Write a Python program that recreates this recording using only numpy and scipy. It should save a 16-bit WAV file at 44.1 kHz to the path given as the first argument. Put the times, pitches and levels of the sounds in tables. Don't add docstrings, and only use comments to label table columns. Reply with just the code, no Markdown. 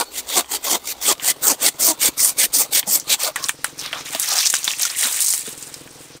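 import sys
import numpy as np
from scipy import signal
from scipy.fft import rfft, irfft
from scipy.io import wavfile
from scipy.ndimage import uniform_filter1d

SR = 44100
rng = np.random.default_rng(int(sys.argv[2]) if len(sys.argv) > 2 else 0)


def output_pcm(signal):
    pcm = np.clip(np.atleast_2d(signal).T, -1, 1) * 32767
    wavfile.write(sys.argv[1], SR, np.round(pcm).astype(np.int16))


def amplitude_ratio(level_db):
    exponent = np.asarray(level_db, float) / 20
    return 10 ** exponent


N = 273420

# start_s, length_s, peak_db,
# entry_db (bite at entry, relative to peak), body_db (wood relative to rasp)
DEEP_PULLS = [
    (1.409, .157, -11.5, -7, -17),
    (1.782, .172, -12, -3.5, -18),
    (2.162, .187, -13.5, -5, -22),
    (2.518, .16, -11.5, -2, -21),
    (2.856, .158, -13.5, -8, -20),
    (3.18, .143, -20.5, -6, -10),
]
# from_s, hush_db, engine_db
PLACINGS = [
    (0, -49, -90),
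    (1.15, -42, -41),
    (3.17, -46, -48.5),
]


def evened(x):
    return x / np.sqrt(np.mean(x ** 2) + 1e-20)


def peaked(x):
    return x / np.abs(x).max()


def along(rows):
    s, *columns = np.transpose(rows)
    return [np.interp(np.arange(N) / SR, s, c) for c in columns]


def colour(x, points):
    f, db = np.transpose(points)
    hz = np.fft.rfftfreq(len(x), 1 / SR)
    gain_db = np.interp(np.log(hz + 1), np.log(f + 1), db)
    return irfft(rfft(x) * amplitude_ratio(gain_db), len(x))


def resonate(x, hz, width):
    turn = np.exp(2j * np.pi * np.cumsum(hz * np.ones(len(x))) / SR)
    r = np.exp(-np.pi * width / SR)
    return 2 * (turn * signal.lfilter([1 - r], [1, -r], x / turn)).real


def band(drive, hz):
    rung = resonate(resonate(drive, hz, .36 * hz), hz, .65 * hz)
    return peaked(colour(rung, [(.3 * hz, -40), (.6 * hz, 0)]))


def drift(seconds):
    size = max(int(seconds * SR), 2)
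    smooth = uniform_filter1d(rng.standard_normal(N), size)
    return evened(uniform_filter1d(smooth, size))


def patchy(x, patchy_db, bins, frames):
    z = signal.stft(x, nperseg=256)[2]
    field = uniform_filter1d(rng.standard_normal(z.shape), int(bins), 0)
    field = uniform_filter1d(field, int(frames), 1)
    return evened(signal.istft(z * amplitude_ratio(patchy_db * evened(field)), nperseg=256)[1][:N])


def crackle(per_s, spread_db, ring_s, bed):
    size = amplitude_ratio(spread_db * np.minimum(rng.exponential(1, N), 3)) * (rng.random(N) < per_s / SR)
    bursts = evened(signal.lfilter([1], [1, -np.exp(-1 / (ring_s * SR))], size))
    return evened((bed + bursts) * rng.standard_normal(N))


def add(mix, s, sound):
    part = mix[round(s * SR):][:len(sound)]
    part += sound[:len(part)]


def placed(column):
    rows = np.array(PLACINGS)
    return amplitude_ratio(rows[np.searchsorted(rows[1:, 0], np.arange(N) / SR), column])


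def drone():
    # pitch_hz, width_hz, level_db, end_s
    hz, width, db, end = (65, 12, -59, 1.15)
    return amplitude_ratio(db) * evened(resonate(rng.standard_normal(N), hz, width)) * (np.arange(N) < end * SR)


def hush():
    # pitch_hz, level_db
    air_colour = [(20, -25), (60, 4), (110, -7), (300, 7.5), (1700, 0.5), (2900, 0), (5800, 1.5),
                  (8900, -20), (10800, -41), (15600, -20), (16000, -45)]
    air = patchy(colour(rng.standard_normal(N), air_colour), patchy_db=2.2, bins=12, frames=11)
    wind = evened(colour(rng.standard_normal(N), [(15, 7), (50, -7), (100, -20), (200, -50)]))
    wind_db = -19.5 + 1.0 * drift(.04) - 7.0 * (np.arange(N) > 4.05 * SR)
    return placed(column=1) * (air + wind * amplitude_ratio(wind_db))


def engine():
    # time_s, firings_so_far
    firings = [(1.128, 0), (3.401, 48), (4.004, 61), (4.242, 66), (4.913, 80), (5.856, 100), (6.247, 108)]
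    # pitch_hz, level_db, t60_s (time to die away)
    pipe_notes = [(147.6, 4, .065), (287, 8, .026), (447, 6, .017)]
    turns = along(firings)[0] - .065
    pops = np.gradient(np.floor(turns)) + 0.3 * np.gradient(np.floor(turns + 0.52))
    pops = pops * amplitude_ratio(1.3 * drift(.02))
    t = np.arange(5000) / SR
    pipe = sum(amplitude_ratio(db - 60 * t / t60) * np.sin(2 * np.pi * hz * t) for hz, db, t60 in pipe_notes)
    pipe = pipe * np.minimum(t / 0.0016, 1)
    putter = colour(signal.oaconvolve(pops, pipe)[:N], [(70, -8), (120, -6.5), (520, 3.0), (800, -57)])
    return placed(column=2) * evened(putter)


def ducking(near):
    from_db, share, recover_db_per_s = -24.7, 1.5, 37
    power_db = 10 * np.log10(abs(uniform_filter1d(near ** 2, size=2500)) + 1e-12)
    fall_db = np.arange(N) * recover_db_per_s / SR
    held_db = np.maximum.accumulate(power_db + fall_db) - fall_db
    return amplitude_ratio(-share * np.maximum(held_db - from_db, 0))


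def outdoor_echoes(near):
    t = np.arange(6000) / SR
    echoes = rng.standard_normal(6000) * (t > .003) * amplitude_ratio(-60 * t / 0.069)
    return amplitude_ratio(-16) * signal.oaconvolve(near, echoes / np.linalg.norm(echoes))[:N]


def knock(db, hz, t60):
    t = np.arange(6000) / SR
    note = np.sin(2 * np.pi * hz * t) + 0.23 * np.sin(2 * np.pi * 1.5 * hz * t)
    return amplitude_ratio(db - 60 * t / t60) * np.minimum(t * hz, 1) * note


def add_knocks(near):
    # start_s, peak_db, pitch_hz, t60_s
    blows = [(1.795, -33, 45, .1), (2.087, -8.5, 310, 0.02), (2.48, -36, 50, .1), (3.93, -26, 660, .045),
             (3.643, -28, 560, .03), (2.08, -27, 60, 0.07), (2.2, -35, 125, 0.09), (2.464, -22, 447, 0.016),
             (2.872, -28.5, 198, 0.15), (2.872, -27, 620, .04), (4.148, -18, 650, 0.049),
             (4.149, -27, 277, 0.061), (4.32, -24, 786, 0.081), (4.54, -13, 1645, 0.028),
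             (4.852, -17.5, 1400, .04), (5.049, -31, 248, 0.097), (5.475, -24, 437, 0.043),
             (5.478, -27, 240, 0.05)]
    for s, *how in blows:
        add(near, s, knock(*how))


def brushing():
    # start_s, hold_s, leaf_db, twig_db, limb_db
    brushes = [(3.375, .03, -36, -39, -37), (3.434, 0.015, -28, -41, -42), (3.655, 0.004, -35.5, -39, -41),
               (3.792, .025, -32, -40, -43), (3.829, .035, -34, -31, -36), (3.934, .04, -37, -35, -34),
               (4.06, .03, -36.5, -38.5, -46), (4.13, 0.033, -28.5, -31, -37),
               (4.206, 0.068, -25, -34, -42), (4.302, .08, -20, -29, -31), (4.379, 0.091, -20, -29, -39),
               (4.538, 0.025, -26, -30.5, -45), (4.651, 0.064, -26, -34, -42),
               (4.799, 0.08, -24, -31, -39.5), (4.98, .04, -20.5, -30.5, -39),
               (5.029, .04, -20, -24, -31.5), (5.12, .07, -21, -34, -42), (5.21, .12, -18.5, -36, -48),
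               (5.37, .02, -27.5, -41.5, -54), (5.415, .04, -34, -44, -54), (5.47, 0.017, -32, -38, -45.5),
               (5.61, .04, -38, -50, -52), (6.015, .015, -42, -52, -58)]
    rise_db_per_s, fade_db_per_s = 596, 224
    stir_s, landed_s, settle_db_per_s = 4.05, 5.27, 15
    t = np.arange(N) / SR
    stir_db = np.where(t > DEEP_PULLS[-1][0], -13 * (t < stir_s), -90)
    stir_db = stir_db - settle_db_per_s * np.maximum(t - landed_s, 0)
    power = amplitude_ratio(2 * (stir_db + np.array([[-37], [-45.5], [-50]])))
    for s, hold, *dbs in brushes:
        shape_db = -rise_db_per_s * np.maximum(s - t, 0) - fade_db_per_s * np.maximum(t - s - hold, 0)
        power = power + amplitude_ratio(2 * shape_db) * amplitude_ratio(2 * np.array(dbs))[:, None]
    return np.sqrt(power)


def fall():
    # pitch_hz, level_db
    leaf_colour = [(2800, -40), (4000, -3), (7800, -4), (8800, -0.5), (11000, -6), (14000, -2.5),
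                   (15600, -2.5), (16000, -42)]
    # time_s, pitch_hz
    leaf_hz = [(3.43, 5400), (3.46, 8000), (3.7, 7300), (3.86, 4250), (4.22, 8200), (4.28, 5400),
               (4.47, 5770), (4.51, 7740), (4.7, 5950), (4.98, 7800)]
    twig_colour = [(1200, -97), (1800, -3.5), (4000, -2), (5000, -43)]
    limb_colour = [(250, -40), (400, -18), (650, -10.5), (1100, -6), (1700, -6), (2200, -101)]
    leaf, twig, limb = brushing()
    clumps = amplitude_ratio(1.2 * drift(.008))
    fizz = crackle(per_s=2000, spread_db=4.2, ring_s=0.0003, bed=1.1) * clumps
    rub = crackle(per_s=900, spread_db=3.0, ring_s=.0015, bed=1.8) * clumps
    leaves = evened(colour(fizz, leaf_colour))
    leaves = leaves + 9.2 * resonate(leaves, along(leaf_hz)[0], 2700)
    leaves = patchy(leaves, patchy_db=2.3, bins=37, frames=2.3)
    twigs = patchy(colour(rub, twig_colour), patchy_db=2.7, bins=2.6, frames=6.1)
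    limbs = patchy(colour(rub, limb_colour), patchy_db=2.5, bins=3.2, frames=8)
    return leaf * leaves + twig * twigs + limb * limbs


def flick(db, hz, t60):
    t = np.arange(2500) / SR
    drive = rng.standard_normal(2500) * (np.exp(-t / .0008) + .35 * amplitude_ratio(-60 * t / t60))
    return amplitude_ratio(db) * band(drive, hz) * np.minimum(t / .0002, 1)


def add_leaf_flicks(near):
    # start_s, peak_db, pitch_hz, t60_s
    flicks = [(3.7806, -22, 8700, 0.03), (3.7972, -16, 5500, 0.03), (4.0101, -22, 4200, 0.03),
              (4.0594, -18, 3100, 0.03), (4.1064, -17, 7500, 0.03), (4.1288, -14, 7700, 0.03),
              (4.2442, -10, 9500, 0.03), (4.3059, -10, 5000, 0.03), (4.3363, -6, 7100, 0.03),
              (4.3915, -7, 5500, 0.03), (4.3798, -3, 6100, 0.03), (4.4546, -2, 6200, 0.03),
              (4.4651, 0, 6300, 0.03), (4.5032, 2, 7000, 0.03), (4.5283, -3, 8400, 0.03),
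              (4.5532, -6, 6200, 0.03), (4.5863, -12, 9000, 0.03), (4.6305, -12, 5500, 0.03),
              (4.7867, -12, 9000, 0.03), (4.8667, -14, 5300, 0.03), (4.9489, -17, 3200, 0.03),
              (4.9632, -9, 8700, 0.03), (4.9873, -8, 8800, 0.03), (5.0115, -5, 8900, 0.03),
              (5.0243, -3, 7800, 0.03), (5.0367, -5, 8200, 0.03), (5.0579, -7, 6700, 0.03),
              (5.1127, -11, 9000, 0.03), (5.125, -5, 12500, 0.03), (5.1713, -9, 8400, 0.03),
              (5.2055, -4, 8800, 0.03), (5.2119, -5, 8800, 0.03), (5.2229, -2, 8800, 0.03),
              (5.2621, -4, 7600, 0.03), (5.2686, -4, 8000, 0.03), (5.2824, -2, 6900, 0.03),
              (5.2914, -6, 8700, 0.03), (5.3049, -4, 8500, 0.03), (5.3271, -4, 8000, 0.03),
              (5.3544, -10, 9900, 0.03), (5.3782, -12, 8300, 0.03), (5.3938, -13, 8700, 0.03),
              (5.4919, -13, 9700, 0.03)]
    for s, db, hz, t60 in flicks:
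        add(near, s, flick(db - 1.5, hz, t60))


def snap(db, hz, woody_db, top_db, wide_db):
    t = np.arange(3000) / SR
    at, size = rng.random((2, 4))
    at = 0.0065 * at * (np.arange(4) > 0)
    noise = rng.standard_normal(3000)
    ticks = sum(np.where(s > 0, .25 * a, 1) * (t >= s) * np.exp(-np.abs(t - s) / 0.0008)
                for s, a in zip(at, size))
    drive = noise * (ticks + 0.11 * np.exp(-t / 0.013)) + 1.6 * (t == 0)
    main = 0.82 * band(drive, hz)
    crisp = peaked(colour(drive, [(300, -70), (2000, -40), (3200, -2), (9000, 2), (11000, -33)]))
    top = peaked(colour(drive, [(5000, -60), (8000, -24), (11000, -6)]))
    modes = (1050, 1700, 2250, 2900)
    woody = peaked(sum(resonate(resonate(drive, mode_hz, 660), mode_hz, 980) for mode_hz in modes))
    woody = colour(woody, [(400, -40), (850, 0)])
    fade = np.clip(2 - 2 * t / t[-1], 0, 1) ** 2
    parts = main + amplitude_ratio(wide_db) * crisp + 2.0 * amplitude_ratio(top_db) * top + 0.92 * amplitude_ratio(woody_db) * woody
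    return fade * amplitude_ratio(db) * parts


def add_breaks(near):
    # start_s, peak_db, ring_hz, woody_db, top_db (last two relative to peak)
    cracks = [(3.3594, -9, 8300, -1, -17), (3.486, -11, 3750, -16, -17), (3.486, -10, 8300, -30, -20),
              (3.4926, -2, 8200, -6, -16), (3.6441, -5, 8500, -4, -9), (3.6455, -11, 4500, -20, -30),
              (3.929, -11, 2950, -7, -42), (4.149, -5, 3840, -7, -12), (4.3287, -4, 5400, -11, -29),
              (4.3867, -3, 5100, -20, -32), (4.5399, -1, 6260, -5, -22), (4.6781, -3, 3600, -7, -14),
              (5.3374, -4, 8450, -17, -17), (5.578, -19, 9100, -16, -20), (5.742, -13, 7400, -15, -25),
              (5.336, -19, 2200, -8, -30), (5.875, -30, 1600, -6, -30)]
    chips = [
        (0.445, -32, 902, 7, -18),
        (1.1977, -24, 2800, 6, -50),
        (2.8291, -22, 2100, 3, -28),
        (2.9984, -12, 8000, -34, -12),
    ]
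    # start_s, peak_db, ring_hz, top_db
    light_snaps = [(3.3622, -8, 8000, -14), (3.4412, -6, 5000, -34), (3.4415, -11, 8000, -30),
                   (3.6508, -13, 8500, -16), (4.233, -9, 7000, -20), (4.5435, -4, 7500, -25),
                   (3.8607, -13, 4230, -37), (4.198, -5, 8700, -5), (4.218, -9.5, 8500, -11),
                   (4.228, -8.5, 5900, -14), (4.288, -8, 5340, -29), (4.3168, -6, 5830, -27),
                   (4.4585, -2, 6000, -30), (4.47, 0, 6050, -20), (4.5007, -1, 8700, -27),
                   (4.5662, -7, 6140, -28), (4.644, -4.5, 7240, -11), (4.7075, -8.5, 2800, -25),
                   (4.735, -14, 2700, -30), (4.796, -6, 8500, -20), (4.822, -6, 10300, -8),
                   (4.831, -3, 6000, -12), (4.8524, -4.5, 6300, -12), (4.9, -11, 5000, -25),
                   (4.9911, -15, 8440, -18), (5.043, -5, 4500, -25), (5.6265, -17, 7000, -20)]
    # start_s, peak_db, pitch_hz, t60_s
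    bodies = [(3.3615, -12, 1700, .07), (3.4935, -10, 1550, .035), (3.4935, -12, 2400, .04),
              (3.6455, -9, 1500, .03), (3.9295, -15, 1800, .06), (4.5395, -9, 1500, .04),
              (4.678, -9, 2400, .05), (4.4728, 0, 6000, .035), (4.198, -8, 13000, .02),
              (4.8225, -3, 10000, .02), (2.999, -11, 6200, .1), (5.742, -18, 5200, .05)]
    for s, *how in cracks + chips:
        add(near, s, snap(*how, wide_db=-10))
    for s, db, hz, top_db in light_snaps:
        add(near, s, snap(db, hz, woody_db=-32, top_db=top_db, wide_db=-11))
    for s, *how in bodies:
        add(near, s, flick(*how))


def groan(length, from_hz, to_hz, db, slope_db):
    size = round(length * SR)
    wobble = uniform_filter1d(rng.standard_normal((5, 6000)), 200)[:, :size] * 14
    turns = np.cumsum(np.linspace(from_hz, to_hz, size) * (1 + 0.035 * wobble[4])) / SR
    buzz = sum(amplitude_ratio(slope_db * k + 4.5 * wobble[k]) * np.cos(2 * np.pi * (k + 1) * turns)
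               for k in range(3))
    return amplitude_ratio(db) * evened(buzz) * signal.windows.tukey(size, .6)


def add_groans(near):
    # start_s, length_s, from_hz, to_hz, level_db
    groans = [(0, 0.038, 520, 460, -27), (.35, 0.059, 413, 330, -22.5), (.512, .07, 470, 390, -34.5),
              (.67, .038, 560, 490, -37), (.713, .06, 370, 345, -26), (.72, .05, 1060, 1000, -31),
              (1.07, 0.07, 455, 310, -25), (1.46, 0.027, 430, 423, -27), (1.496, 0.04, 345, 243, -27),
              (1.659, .036, 440, 420, -34), (1.867, 0.074, 360, 286, -24.5)]
    creaks = [
        (3.234, 0.0809, 821, 541, -30.5),
        (3.375, .1, 1040, 1104, -35.5),
    ]
    for table, slope_db in ((groans, -1), (creaks, -25)):
        for s, *how in table:
            add(near, s, groan(*how, slope_db))


def add_jams(near):
    # start_s, peak_db, pitch_hz, t60_s
    jams = [(0.3678, -6, 6200, 0.02), (0.3953, -11, 14900, 0.02), (0.6441, -12, 13800, 0.02),
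            (1.0839, -2, 7200, 0.02), (1.0971, -2, 6700, 0.02), (1.1245, -1, 9900, 0.02),
            (1.4414, -4, 7300, 0.02), (1.4692, -3, 9300, 0.02), (1.6194, -10, 8300, 0.02),
            (1.6326, -4, 8400, 0.02), (1.8119, -4, 14500, 0.02), (1.8444, -1, 6100, 0.02),
            (1.8751, -3, 8000, 0.02), (1.895, -3, 8600, 0.02),  (2.1985, -4, 8500, 0.02),
            (2.2102, -3, 8500, 0.02), (2.2501, 1, 7400, 0.02), (2.3902, -8, 8800, 0.02),
            (2.5397, -7, 5600, 0.02), (2.7382, -5, 13800, 0.02), (2.8775, -11, 9000, 0.02),
            (2.9066, -6, 13600, 0.02), (3.1049, -6, 8400, 0.02), (3.2338, -2, 8700, 0.02),
            (3.2468, -7, 4400, 0.02), (2.9605, -1, 7500, 0.02)]
    for s, db, hz, t60 in jams:
        add(near, s, flick(db - 4, hz, t60))


def ring(length, hz, width, db):
    size = round(length * SR)
    rough = resonate(resonate(rng.standard_normal(6000), hz, width), hz, 2 * width)
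    return amplitude_ratio(db) * evened(rough)[-size:] * signal.windows.tukey(size, .7)


def add_rings(near):
    # start_s, length_s, pitch_hz, width_hz, level_db
    rings = [(0, .03, 1000, 250, -24), (0, .03, 4800, 600, -34), (.02, .03, 8500, 4000, -36),
             (.045, .075, 4400, 40, -47), (.12, .09, 2800, 700, -42), (.28, .08, 3600, 700, -33),
             (.31, .03, 2100, 300, -33), (.335, .03, 3300, 300, -29), (.36, .05, 750, 250, -29),
             (.66, .05, 1030, 150, -32), (.69, .035, 3200, 350, -28), (.72, .05, 780, 250, -28),
             (1.112, .024, 5500, 6000, -19), (1.04, .095, 3300, 500, -26), (1.195, .07, 1900, 1000, -38),
             (1.28, .04, 2100, 400, -30), (1.42, .06, 1400, 300, -31), (1.81, .05, 5400, 900, -24),
             (1.87, .05, 4300, 700, -27), (2.01, .08, 2200, 350, -34), (2.045, .035, 3800, 500, -31),
             (1.3, .022, 7000, 5000, -20), (2.175, .07, 5300, 800, -23), (2.18, .05, 2100, 400, -34),
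             (2.38, .09, 2100, 500, -29), (2.53, .05, 4500, 900, -28), (2.73, .07, 3300, 500, -28),
             (2.73, .09, 2000, 300, -32), (2.86, .05, 700, 300, -36), (2.92, .05, 5400, 900, -25),
             (3.09, .06, 3300, 700, -25), (3.19, .07, 2200, 1200, -32), (3.2, .1, 4400, 1200, -30),
             (3.93, .08, 1100, 500, -36), (4.34, .06, 800, 200, -32), (4.42, .05, 2600, 500, -28),
             (4.95, .02, 2050, 200, -30), (4.88, .08, 2200, 1500, -35), (3.96, .08, 5500, 2500, -35),
             (4.22, .05, 1900, 900, -34), (5.16, .03, 2100, 600, -30)]
    for s, *how in rings:
        add(near, s, ring(*how))


def strokes(table, attack, peak_at, release, shoulder_db, entry_wood_db, swell_db,
            blade_db, blade_share, blade_swell_db):
    turn_dbs = (-49, -49, -47)
    rows = []
    for s, length, db, entry_db, body_db in table:
        wood_db, ring_db = db + body_db, db + blade_db + blade_share * body_db
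        rows += [
            (s, *turn_dbs),
            (s + attack, db + entry_db, ring_db + entry_db, wood_db + entry_db + entry_wood_db),
            (s + peak_at * length, db, ring_db, wood_db),
            (s + length - release, db + shoulder_db, ring_db + shoulder_db + blade_swell_db,
             wood_db + shoulder_db + swell_db),
            (s + length, *turn_dbs)]
    return rows


def saw():
    pushes = [
        (.114, .105, -24, -8, -15),
        (.484, .1, -22.5, -2.5, -16),
        (.834, .108, -22, -5, -18),
        (1.19, .14, -16, -16, -18),
        (1.59, .119, -12.5, -7, -16),
        (1.985, .12, -12.5, -4.5, -16),
        (2.357, .117, -11.5, -4, -22.5),
        (2.702, .117, -12.5, -4.5, -22),
        (3.067, .098, -15, -6, -17),
    ]
    pulls = [
        (-.118, .17, -27, -8, -2),
        (.263, 0.17, -16.5, -11, -8),
        (.622, .168, -17.5, -5, -11),
        (1.0, .148, -15, -11, -12),
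    ]
    # attack_s, peak_at (share of length), release_s, shoulder_db, entry_wood_db,
    # wood_swell_db, blade_db, blade_share (dB per dB of wood), blade_swell_db
    push_rule = (.034, .64, 0.02, -3, 2, 1, -.5, .4, 2)
    pull_rule = (.026, .66, .034, -2.5, -4, 6, -1, .6, 4.5)
    deep_rule = (.022, .5, .048, -4, 0, 5, -1, .8, 4)
    # pitch_hz, level_db
    rasp_colour = [(3000, -98), (4500, -5), (6000, 0.5), (8500, 1.5), (9600, -1), (11000, -8),
                   (13000, -1.5), (15600, -2), (16000, -116)]
    wood_colour = [(150, -10), (300, 2), (700, 3), (1100, 2), (1400, -3), (2000, -43)]
    # time_s, pitch_hz
    rasp_hz = [(0, 8000), (.86, 7100), (1.55, 8500), (2.08, 7440), (2.3, 9200), (3.35, 7160)]
    # pitch_hz, width_hz, level_db
    blade_modes = [(2090, 284, 8.5), (2590, 490, -2), (3420, 600, 7.5)]

    t = np.arange(N) / SR
    rows = strokes(pushes, *push_rule) + strokes(pulls, *pull_rule) + strokes(DEEP_PULLS, *deep_rule)
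    rasp_db, blade_db, wood_db = along(sorted(rows))
    blade_db = blade_db + 5 * (np.abs(t - pushes[-1][0] - .05) < .05)

    turns = np.cumsum(380 * (1 + 0.17 * drift(0.034))) / SR
    tearing = crackle(per_s=2900, spread_db=3.6, ring_s=0.0006, bed=1.7)
    tearing = tearing * (2.9 + np.exp(-(turns % 1) / 0.12))
    tearing = tearing * amplitude_ratio(1.68 * drift(0.0044))

    rasp = evened(colour(tearing, rasp_colour))
    rasp = rasp + 0.41 * resonate(rasp, along(rasp_hz)[0], 2200)
    rasp = patchy(rasp, patchy_db=2.4, bins=14, frames=13)

    slide = 1 + .09 * drift(.05)
    blade = sum(amplitude_ratio(db) * resonate(resonate(tearing, hz * slide, width), hz * slide, 2 * width)
                for hz, width, db in blade_modes)
    buzz = evened(colour(tearing, [(1100, -50), (1500, -9), (4500, -1.5), (5500, -22)]))
    blade = patchy(evened(blade) + 2.4 * buzz, patchy_db=2.0, bins=2, frames=11)

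    wood = patchy(colour(tearing, wood_colour), patchy_db=4.5, bins=1, frames=12)
    thin = colour(wood, [(350, -15), (600, 0.0)])
    wood = np.where(t > DEEP_PULLS[-1][0], thin, wood)
    sawing = t < sum(DEEP_PULLS[-1][:2])
    return sawing * (amplitude_ratio(rasp_db) * rasp + amplitude_ratio(blade_db) * blade + amplitude_ratio(wood_db) * wood)


def scene():
    near = saw() + fall()
    add_breaks(near)
    add_groans(near)
    add_leaf_flicks(near)
    add_jams(near)
    add_rings(near)
    near = near + outdoor_echoes(near)
    near = colour(near, [(80, -24), (180, -0.5)])
    add_knocks(near)
    return (near + ducking(near) * (engine() + hush()) + drone())[None]


def band_limit(x):
    return signal.sosfilt(signal.butter(12, 16670, fs=SR, output="sos"), x)


def record(dry):
    # pitch_hz, level_db
    treble_edge = [(15700, 0), (16100, -30), (16700, -40), (17000, -90)]
    fade = np.clip((N - np.arange(N)) / (.03 * SR), 0, 1)
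    mix = colour(np.clip(dry[0], -1, 1) * fade, treble_edge)[None]
    return band_limit(mix)


dry = scene()
out = record(dry)
output_pcm(out)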